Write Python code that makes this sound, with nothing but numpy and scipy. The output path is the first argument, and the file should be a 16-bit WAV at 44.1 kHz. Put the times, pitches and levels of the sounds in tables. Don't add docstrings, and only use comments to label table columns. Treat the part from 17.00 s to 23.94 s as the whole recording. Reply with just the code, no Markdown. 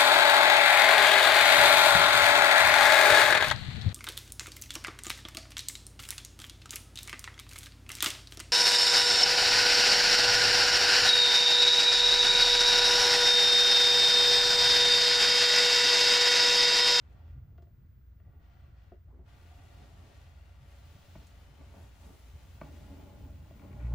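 import sys
import numpy as np
from scipy import signal
from scipy.fft import rfft, irfft, next_fast_len
from scipy.io import wavfile
from scipy.ndimage import uniform_filter1d, map_coordinates

SR = 44100
rng = np.random.default_rng(int(sys.argv[2]) if len(sys.argv) > 2 else 0)


def file_out(sig):
    cols = np.atleast_2d(sig).T
    lim = np.clip(cols, -1, 1)
    pcm = np.round(lim * 32767).astype(np.int16)
    wavfile.write(sys.argv[1], SR, pcm)


N = 306054
TIME = np.arange(N) / SR

# f/Hz, level/dB
ROOM_SPECTRUM = [(20, 2.5), (40, -8.5), (85, 6.5), (140, -8.5), (230, -12), (400, -17.5), (900, -29.5),
                 (1900, -29.5), (3000, -36), (8000, -44.5), (16000, -49.5)]
# t/s, level/dB
RUMBLE_CURVE = [(0, -61.5), (0.06, -53.5), (0.22, -51.5), (0.37, -46), (0.47, -53), (0.58, -51),
                (0.74, -59.5), (1.0, -56), (2.04, -55.5), (2.1, -51.5), (2.22, -56), (3.5, -52.5),
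                (4.7, -55), (5.5, -52), (5.8, -51), (6.19, -54.5), (6.235, -46), (6.36, -47), (6.43, -52.5),
                (6.58, -54.5), (6.7, -49)]
# t/s, length/s, depth/dB
RUMBLE_DIPS = [(1.945, 0.027, 6), (2.053, 0.03, 0), (3.12, 0.048, 11), (4.044, 0.044, 17),
               (4.564, 0.039, 2), (5.172, 0.055, 8.5), (5.406, 0.04, 9)]
# f/Hz, width/Hz, level/dB
BODY_PEAKS = [(61.44, 7, 2.5), (78.2, 12, 1.5), (99, 9.7, -11), (117, 8.9, -10), (170, 8.3, -34)]
# f/Hz, width/Hz, level/dB
GEARBOX_PEAKS = [(570, 47, -2), (703, 90, -0.5), (1104, 250, -5), (1400, 300, -1), (1950, 99, -4),
                 (2310, 1300, -20.5)]
# t/s, level/dB
WHINE_CURVE = [(0.0, -93), (0.23, -88.5), (0.96, -86), (2.27, -94), (2.36, -90), (3.66, -92), (3.8, -85),
               (4.22, -83), (4.55, -91), (4.98, -88), (5.17, -85), (6.65, -82), (6.9, -90)]
# start/s, end/s, rub/dB, hiss/dB
PAD_WIPES = [(-.07, 0.305, -82, -101), (1.35, 1.668, -80.5, -100.5), (1.694, 1.883, -81.5, -100.5)]
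# t/s, rub/dB, hiss/dB
PAD_SPIN = [(2.3, -74, -86.5), (2.5, -73, -83), (2.9, -74, -83), (3.22, -73, -83.5), (3.35, -75.5, -87.5),
            (3.58, -76, -88), (3.72, -73, -81.5), (4.15, -73, -81.5), (4.58, -73, -85), (4.83, -71.5, -79),
            (4.92, -74, -83), (5.06, -72.5, -76.5), (5.3, -72.5, -80.5), (5.8, -71, -79.5),
            (6.4, -75, -83.5), (6.75, -75, -82.5)]
# f/Hz, level/dB
RUB_SPECTRUM = [(200, -0.5), (500, 0.5), (1000, -2), (2000, -0.5), (3000, -2), (4200, -6.5), (6000, -13),
                (9000, -24), (16000, -40)]
# f/Hz, level/dB
HISS_SPECTRUM = [(1200, -20), (2200, -3), (3300, 4), (5000, 3), (7300, 5), (9000, -1), (11000, 3),
                 (13000, -3), (15500, -2.5)]
# f/Hz, width/Hz, level/dB
SKIRT_PEAKS = [(700, 37, 2.5), (760, 20, -0.5), (1174, 30, -2), (1396, 59, -2.5), (1916, 37, -1.5),
               (1990, 52, -6), (2504, 120, -11.5), (2726, 130, -9.5), (3360, 160, -13), (4290, 160, -17)]
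# middle/s, length/s, level/dB
CATCHES_ON_FLOOR = [(0.192, 0.29, -68.5), (0.586, 0.17, -75), (1.34, 0.18, -72), (2.193, 0.15, -69),
                    (2.795, 0.33, -66), (3.093, 0.2, -68.5), (4.207, 0.096, -65.5), (4.617, 0.042, -58.5),
                    (4.795, 0.15, -61), (5.091, 0.12, -59.5)]
# f/Hz, width/Hz, level/dB
SHELL_DRUM_PEAKS = [(191.5, 42, 2.5), (260.5, 56, 1.5), (343, 39, -6.5), (401, 24, -5)]
SHELL_RATTLE_PEAKS = [(574, 20.3, 6), (696, 41, -1), (763, 64, -1), (849, 104, -1.5), (1160, 43, -4),
                      (1390, 280, -13.5)]
# middle/s, length/s, level/dB
SKIRT_SCUFFS = [(0.227, 0.39, -76.5), (1.323, 0.15, -78), (1.585, 0.31, -76.5), (2.8, 0.42, -76)]
# t/s, peak/dB, centre/Hz
GRIT_TICKS = [(0.127, -72, 6000), (0.578, -67, 3000), (0.621, -68.5, 4000), (1.199, -75, 1700),
              (2.828, -57, 2600), (4.268, -55, 6460)]
# t/s, peak/dB, contact cut-off/Hz, low cut/Hz
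SHELL_BLOWS = [(.581, -50.5, 1010, 620), (.623, -54, 905, 318), (.668, -59.5, 750, 477),
               (1.2, -62.5, 1700, 700), (1.279, -62, 695, 250), (1.918, -43, 700, 326),
               (2.081, -65, 1000, 590), (2.189, -51, 400, 377)]
# f/Hz, t60/s, level/dB
SHELL_RING = [(172, 0.12, 10.5), (363, 0.073, 2.5), (426, 0.041, -0.5), (581, 0.062, 1), (681, 0.081, 0),
              (1204, 0.045, -4.5), (1420, 0.032, -5), (1930, 0.029, 2), (2737, 0.051, -3),
              (3260, 0.078, -13)]
# middle/s, length/s, level/dB
GEAR_LOADS = [(1.62, 0.35, -82), (2.56, .18, -72), (2.82, 0.16, -69), (3.08, 0.14, -77)]
# f/Hz, width/Hz, level/dB
LOADED_GEAR_PEAKS = [(710, 22, 4), (765, 17, 1), (1197, 29, -11.5)]
# start/s, end/s, first f/Hz, last f/Hz, level/dB
RIM_SKIDS = [(2.076, 2.151, 650, 1300, -77), (2.127, 2.18, 420, 293, -67)]
# middle/s, length/s, level/dB
CLOTH_BITES = [(2.808, 0.2, -75), (3.14, 0.34, -74.5), (3.92, 0.24, -74.5), (4.195, 0.27, -72.5),
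               (5.7, 0.27, -80)]
# f/Hz, level/dB
SCRUB_SPECTRUM = [(1200, -23), (2300, -3), (2900, -1), (3700, -1), (4600, -4), (7000, -10), (14000, -52)]
# t/s, peak/dB, contact cut-off/Hz, low cut/Hz
DOCK_BLOWS = [(4.151, -48.5, 1000, 795), (4.155, -42.5, 258, 159), (4.156, -57, 2010, 1700),
              (4.606, -52, 1200, 197), (4.737, -50, 800, 400), (5.1, -50.5, 593, 110),
              (5.613, -32, 1870, 91), (6.507, -49, 650, 400), (6.644, -52, 650, 400)]
# f/Hz, t60/s, level/dB
PLATE_RING = [(149, 0.22, 3), (223, 0.034, -0.5), (295, 0.082, -7.5), (424, 0.027, -3.5), (590, 0.033, 1),
              (665, 0.032, 1.5), (838, 0.031, -4.5), (1070, 0.035, -3.5), (1170, 0.053, -9),
              (1450, 0.015, -3), (1930, 0.023, -9), (2254, 0.064, -6), (2680, 0.016, -6.5),
              (4250, 0.023, -6)]
# middle/s, length/s, level/dB
CATCHES_ON_PLATE = [(5.67, 0.083, -58.5), (6.03, 0.3, -58), (6.27, 0.091, -61.5), (6.64, 0.049, -59),
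                    (6.773, 0.23, -56.5), (6.939, 0.09, -52.5)]
# f/Hz, width/Hz, level/dB
PLATE_DRUM_PEAKS = [(212, 60, 2.5), (274, 29, 1.5), (350, 50, -9)]
PLATE_RATTLE_PEAKS = [(588, 37, 4), (633, 34, -0.5), (837, 37, 2.5), (1010, 76, -5.5), (1422, 28, -8)]
# middle/s, length/s, level/dB
RIB_RASPS = [(6.64, 0.16, -73), (6.729, 0.03, -70), (6.806, .02, -65.5), (6.858, 0.09, -65.5)]
# f/Hz, width/Hz, level/dB
RAMP_PEAKS = [(1090, 180, 0.5), (1390, 75, -1), (1960, 58, 0), (2190, 160, -2.5), (2320, 250, -7.5)]
# t/s, slip rate/Hz, level/dB
JUDDER_CURVE = [(6.62, 62.2, -83), (6.72, 65.2, -57.5), (6.79, 58.2, -54.5), (6.85, 59.2, -39),
                (6.89, 58.8, -42.5), (6.94, 56.5, -37)]


def undb(db):
    return 10 ** (np.asarray(db) / 20)


def unit(x):
    return x / np.sqrt(np.mean(x ** 2))


def curves(table):
    times, *columns = np.transpose(table)
    return [np.interp(TIME, times, column) for column in columns]


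def wander(rate_hz):
    hold = max(int(SR / rate_hz), 1)
    steps = np.repeat(rng.standard_normal(N // hold + 1), hold)
    return unit(uniform_filter1d(uniform_filter1d(steps, hold), hold)[:N])


def swell(middle_s, length_s):
    return .5 ** np.minimum((2 * (TIME - middle_s) / length_s) ** 2, 60)


def swells(table):
    return sum(undb(db) * swell(middle, length) for middle, length, db in table)


def through(x, response):
    size = next_fast_len(N, True)
    f = np.maximum(np.arange(size // 2 + 1) * SR / size, 1)
    return unit(irfft(rfft(x, size) * response(f), size)[..., :N])


def colour(x, spectrum):
    hz, db = np.transpose(spectrum)
    return through(x, lambda f: undb(np.interp(np.log(f), np.log(hz), db)))


def resonate(x, peaks):
    return through(x, lambda f: sum(undb(db) / (1 + .5j * (f * f - hz * hz) / (f * width)) ** 2
                                    for hz, width, db in peaks))


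def band(x, low_hz, high_hz):
    for hz, kind in ((low_hz, "high"), (high_hz, "low")):
        x = signal.sosfilt(signal.butter(2, min(hz, SR / 2 - 1000), kind, fs=SR, output="sos"), x)
    return x


def slips(per_s, spread_db):
    slipping = rng.random((2, N)) < per_s / SR
    size = np.minimum(rng.exponential(size=(2, N)), 5)
    sign = rng.choice([-1, 1], (2, N))
    return slipping * sign * undb(spread_db * size)


def add(out, start_s, x):
    i = int(start_s * SR)
    out[i:i + len(x)] += x[:N - i]


def pan(pair, pan_db):
    return pair * undb(np.array([[pan_db], [-pan_db]]) / 2)


def place(pair, side_db, pan_db):
    mid, side = pair[0], undb(side_db) * pair[1]
    return pan(np.array([mid + side, mid - side]), pan_db)


def room(x, wet_db, t60=0.17):
    t = np.arange(SR // 2) / SR
    tail = rng.standard_normal((2, len(t))) * undb(-60 * t / t60) * (t > .003)
    tail *= undb(wet_db) / np.sqrt(np.sum(tail ** 2, axis=1, keepdims=True))
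    return x + signal.fftconvolve(x[None], tail, axes=1)[:, :N]


def room_tone():
    air = colour(rng.standard_normal((2, N)), ROOM_SPECTRUM)
    return place(air * undb(-66.5), side_db=-3.5, pan_db=2.0)


def drive_rumble():
    db, = curves(RUMBLE_CURVE)
    dip_db = sum(depth * swell(middle, length) for middle, length, depth in RUMBLE_DIPS)
    shake = resonate(rng.standard_normal((2, N)), BODY_PEAKS)
    shake /= np.sqrt(uniform_filter1d(shake ** 2, size=3000))
    return place(shake * undb(db - dip_db + 1.4 * wander(26) + 1.5), side_db=-28.5, pan_db=0.0)


def gear_whirr(rub_gain, shaft_hz=57.6, idle_db=-87.0, load_db=7.5, max_load_db=-81.5):
    turn = 2 * np.pi * np.cumsum(shaft_hz * (1 + 0.016 * wander(6.1))) / SR
    teeth = resonate(slips(per_s=5000, spread_db=1.0), GEARBOX_PEAKS)
    load = np.minimum(rub_gain * undb(load_db), undb(max_load_db))
    whirr = teeth * (1 + 0.17 * np.sin(turn)) * np.hypot(undb(idle_db), load)
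    return place(whirr, side_db=3, pan_db=0.0)


def motor_whine(whine_hz=15391, neighbour_gap_hz=118):
    db, = curves(WHINE_CURVE)
    phase = 2 * np.pi * np.cumsum(whine_hz + 13 * wander(90)) / SR
    neighbour = undb(-15 + 2.0 * wander(19)) * np.sin(phase - 2 * np.pi * neighbour_gap_hz * TIME)
    flutter_db = 1.5 * wander(45)
    return unit(np.sin(phase) + neighbour) * undb(db + flutter_db + 3.5)


def stroke(start, end, attack_s, release_s=0.064):
    rise = np.clip((TIME - start) / attack_s, 0, 1) ** 2
    return rise * np.exp(-np.maximum(TIME - end, 0) / release_s)


def pad_contact(spin_start_s=2.225):
    strokes = [(stroke(start, end, attack_s=0.093), rub_db, hiss_db)
               for start, end, rub_db, hiss_db in PAD_WIPES]
    strokes.append((stroke(spin_start_s, N / SR, attack_s=0.058), *curves(PAD_SPIN)))
    rub_gain = sum(shape * undb(rub_db) for shape, rub_db, _ in strokes)
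    hiss_gain = sum(shape * undb(hiss_db) for shape, _, hiss_db in strokes)
    return rub_gain, hiss_gain


def skirt_ring(friction, pitch_drift=0.014, flex_hz=5):
    ring = resonate(friction, SKIRT_PEAKS)
    position = np.arange(N) + np.cumsum(pitch_drift * wander(flex_hz))
    return np.array([map_coordinates(x, [position], order=3, mode="mirror") for x in ring])


def underside(pair, echo_db=-9, t60=.03, turns_per_s=1.299):
    t = np.arange(SR // 30) / SR
    bounces = rng.standard_normal((2, len(t))) * undb(-60 * t / t60) * (t > .001)
    bounces = signal.sosfilt(signal.butter(2, 2000, "high", fs=SR, output="sos"), bounces)
    bounces *= undb(echo_db) / np.sqrt(np.sum(bounces ** 2, axis=1, keepdims=True))
    front, back = (signal.oaconvolve(pair, path[None], axes=1)[:, :N] for path in bounces)
    angle = 2 * np.pi * turns_per_s * TIME
    return unit(pair + front * np.cos(angle) + back * np.sin(angle))


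def pad_hiss(rub_gain, hiss_gain, touch_s=4.3):
    grip_db = .5 * wander(35)
    skirt_db = np.interp(TIME, [touch_s - .5, touch_s + .5], [-2.5, -9])
    rub = colour(slips(per_s=9000, spread_db=2.5), RUB_SPECTRUM)
    rub += undb(skirt_db) * skirt_ring(slips(per_s=6000, spread_db=3.5))
    hiss = colour(slips(per_s=15000, spread_db=4.0), HISS_SPECTRUM)
    rub = underside(rub) * rub_gain * undb(grip_db + 5.0)
    hiss = underside(hiss) * hiss_gain * undb(grip_db + 6.5)
    return place(rub, side_db=-5, pan_db=4.0) + place(hiss, side_db=-0.5, pan_db=0.2)


def pad_chatter(rub_gain, catches, drum_peaks, rattle_peaks, drum_db, rattle_db, catch_rattle_db):
    caught = swells(catches)
    drum = resonate(slips(per_s=700, spread_db=2.5), drum_peaks)
    drum *= np.hypot(rub_gain * undb(drum_db), caught)
    rattle = resonate(slips(per_s=1000, spread_db=1.5), rattle_peaks)
    rattle *= np.hypot(rub_gain * undb(rattle_db), caught * undb(catch_rattle_db))
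    return place(drum, side_db=-6.0, pan_db=0.2) + place(rattle, side_db=-5.5, pan_db=0.5)


def skirt_scuffs():
    scuff = band(skirt_ring(slips(per_s=2000, spread_db=4.0)), 400, 2600)
    return place(scuff * swells(SKIRT_SCUFFS), side_db=-7.5, pan_db=4.0)


def grit_ticks(t60=0.069):
    out, t = np.zeros(N), np.arange(SR // 8) / SR
    for start, db, hz in GRIT_TICKS:
        noise = resonate(rng.standard_normal(N), [(hz, .75 * hz, 0)])[:len(t)]
        snap = band(noise, 300, 1.7 * hz) * undb(-60 * t / t60)
        add(out, start, snap * undb(db) / np.abs(snap).max())
    return room(out, wet_db=-7)


def knocks(blows, modes, rebound_s, scuff_db, wet_db, pan_db, scuff_t60=0.15):
    out, t = np.zeros(N), np.arange(SR // 4) / SR
    for start, db, contact_hz, low_cut_hz in blows:
        ring = np.zeros(len(t))
        for k, (hz, t60, mode_db) in enumerate(modes):
            detuned_hz = hz * (1 + 0.014 * rng.standard_normal())
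            ring += (-1) ** k * undb(mode_db - 60 * t / t60) * np.sin(2 * np.pi * detuned_hz * t)
        force = rng.standard_normal(len(t)) * undb(scuff_db - 60 * t / scuff_t60)
        force[0] += 1
        force[int(rebound_s * SR)] += .6
        blow = band(signal.fftconvolve(force, ring)[:len(t)], low_cut_hz, contact_hz)
        add(out, start, blow * undb(db) / np.abs(blow).max())
    return pan(room(out, wet_db), pan_db)


def gear_labour():
    hum = resonate(rng.standard_normal((2, N)), LOADED_GEAR_PEAKS)
    return place(hum * swells(GEAR_LOADS), side_db=-6, pan_db=-6.0)


def rim_skids(relative_width=0.24):
    out = np.zeros((2, N))
    for start, end, first_hz, last_hz, db in RIM_SKIDS:
        progress = np.clip((TIME - start) / (end - start), 0, 1)
        hz = first_hz * (last_hz / first_hz) ** progress
        grain = unit(band(rng.standard_normal((2, N)), 2.5, relative_width * first_hz))
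        scrape = unit(grain * np.sin(2 * np.pi * np.cumsum(hz) / SR))
        out += scrape * undb(db) * swell((start + end) / 2, 0.89 * (end - start))
    return place(out, side_db=-8, pan_db=5.0)


def cloth_scrubs():
    swish = colour(slips(per_s=5000, spread_db=2.0), SCRUB_SPECTRUM)
    return place(swish * swells(CLOTH_BITES), side_db=-4, pan_db=2.0)


def ramp_rasps():
    rasp = resonate(slips(per_s=2500, spread_db=5.5), RAMP_PEAKS)
    return place(rasp * swells(RIB_RASPS), side_db=-3.0, pan_db=8.5)


def ramp_judder():
    hz, db = curves(JUDDER_CURVE)
    phase = 2 * np.pi * np.cumsum(hz * (1 + 0.0014 * wander(36))) / SR
    drone = np.sin(phase) + undb(-7.0) * np.sin(2 * phase) + undb(-20) * np.sin(3 * phase)
    return unit(drone) * undb(db + 7.0)


def scene(mount_s=5.62):
    mounted = uniform_filter1d(1. * (TIME > mount_s), size=800)
    rub_gain, hiss_gain = pad_contact()
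    on_floor = pad_chatter(rub_gain, CATCHES_ON_FLOOR, SHELL_DRUM_PEAKS, SHELL_RATTLE_PEAKS,
                           drum_db=1.5, rattle_db=1.5, catch_rattle_db=-4.5)
    on_plate = pad_chatter(rub_gain, CATCHES_ON_PLATE, PLATE_DRUM_PEAKS, PLATE_RATTLE_PEAKS,
                           drum_db=12.5, rattle_db=5.0, catch_rattle_db=-5.5)
    chatter = on_floor * (1 - mounted) + on_plate * mounted
    shell = knocks(SHELL_BLOWS, SHELL_RING, rebound_s=.0028, scuff_db=-29, wet_db=-9, pan_db=3.5)
    dock = knocks(DOCK_BLOWS, PLATE_RING, rebound_s=.0033, scuff_db=-35, wet_db=-11, pan_db=.5)
    machinery = drive_rumble() + gear_whirr(rub_gain) + gear_labour() + motor_whine()
    mopping = pad_hiss(rub_gain, hiss_gain) + cloth_scrubs() + skirt_scuffs() + rim_skids()
    ramp = ramp_judder() + ramp_rasps()
    return machinery + mopping + chatter + ramp + shell + dock + grit_ticks() + room_tone()


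def record(dry, top_hz=15750):
    return signal.sosfilt(signal.ellip(10, .2, 70, top_hz, fs=SR, output="sos"), dry)


dry = scene()
out = record(dry)
file_out(out)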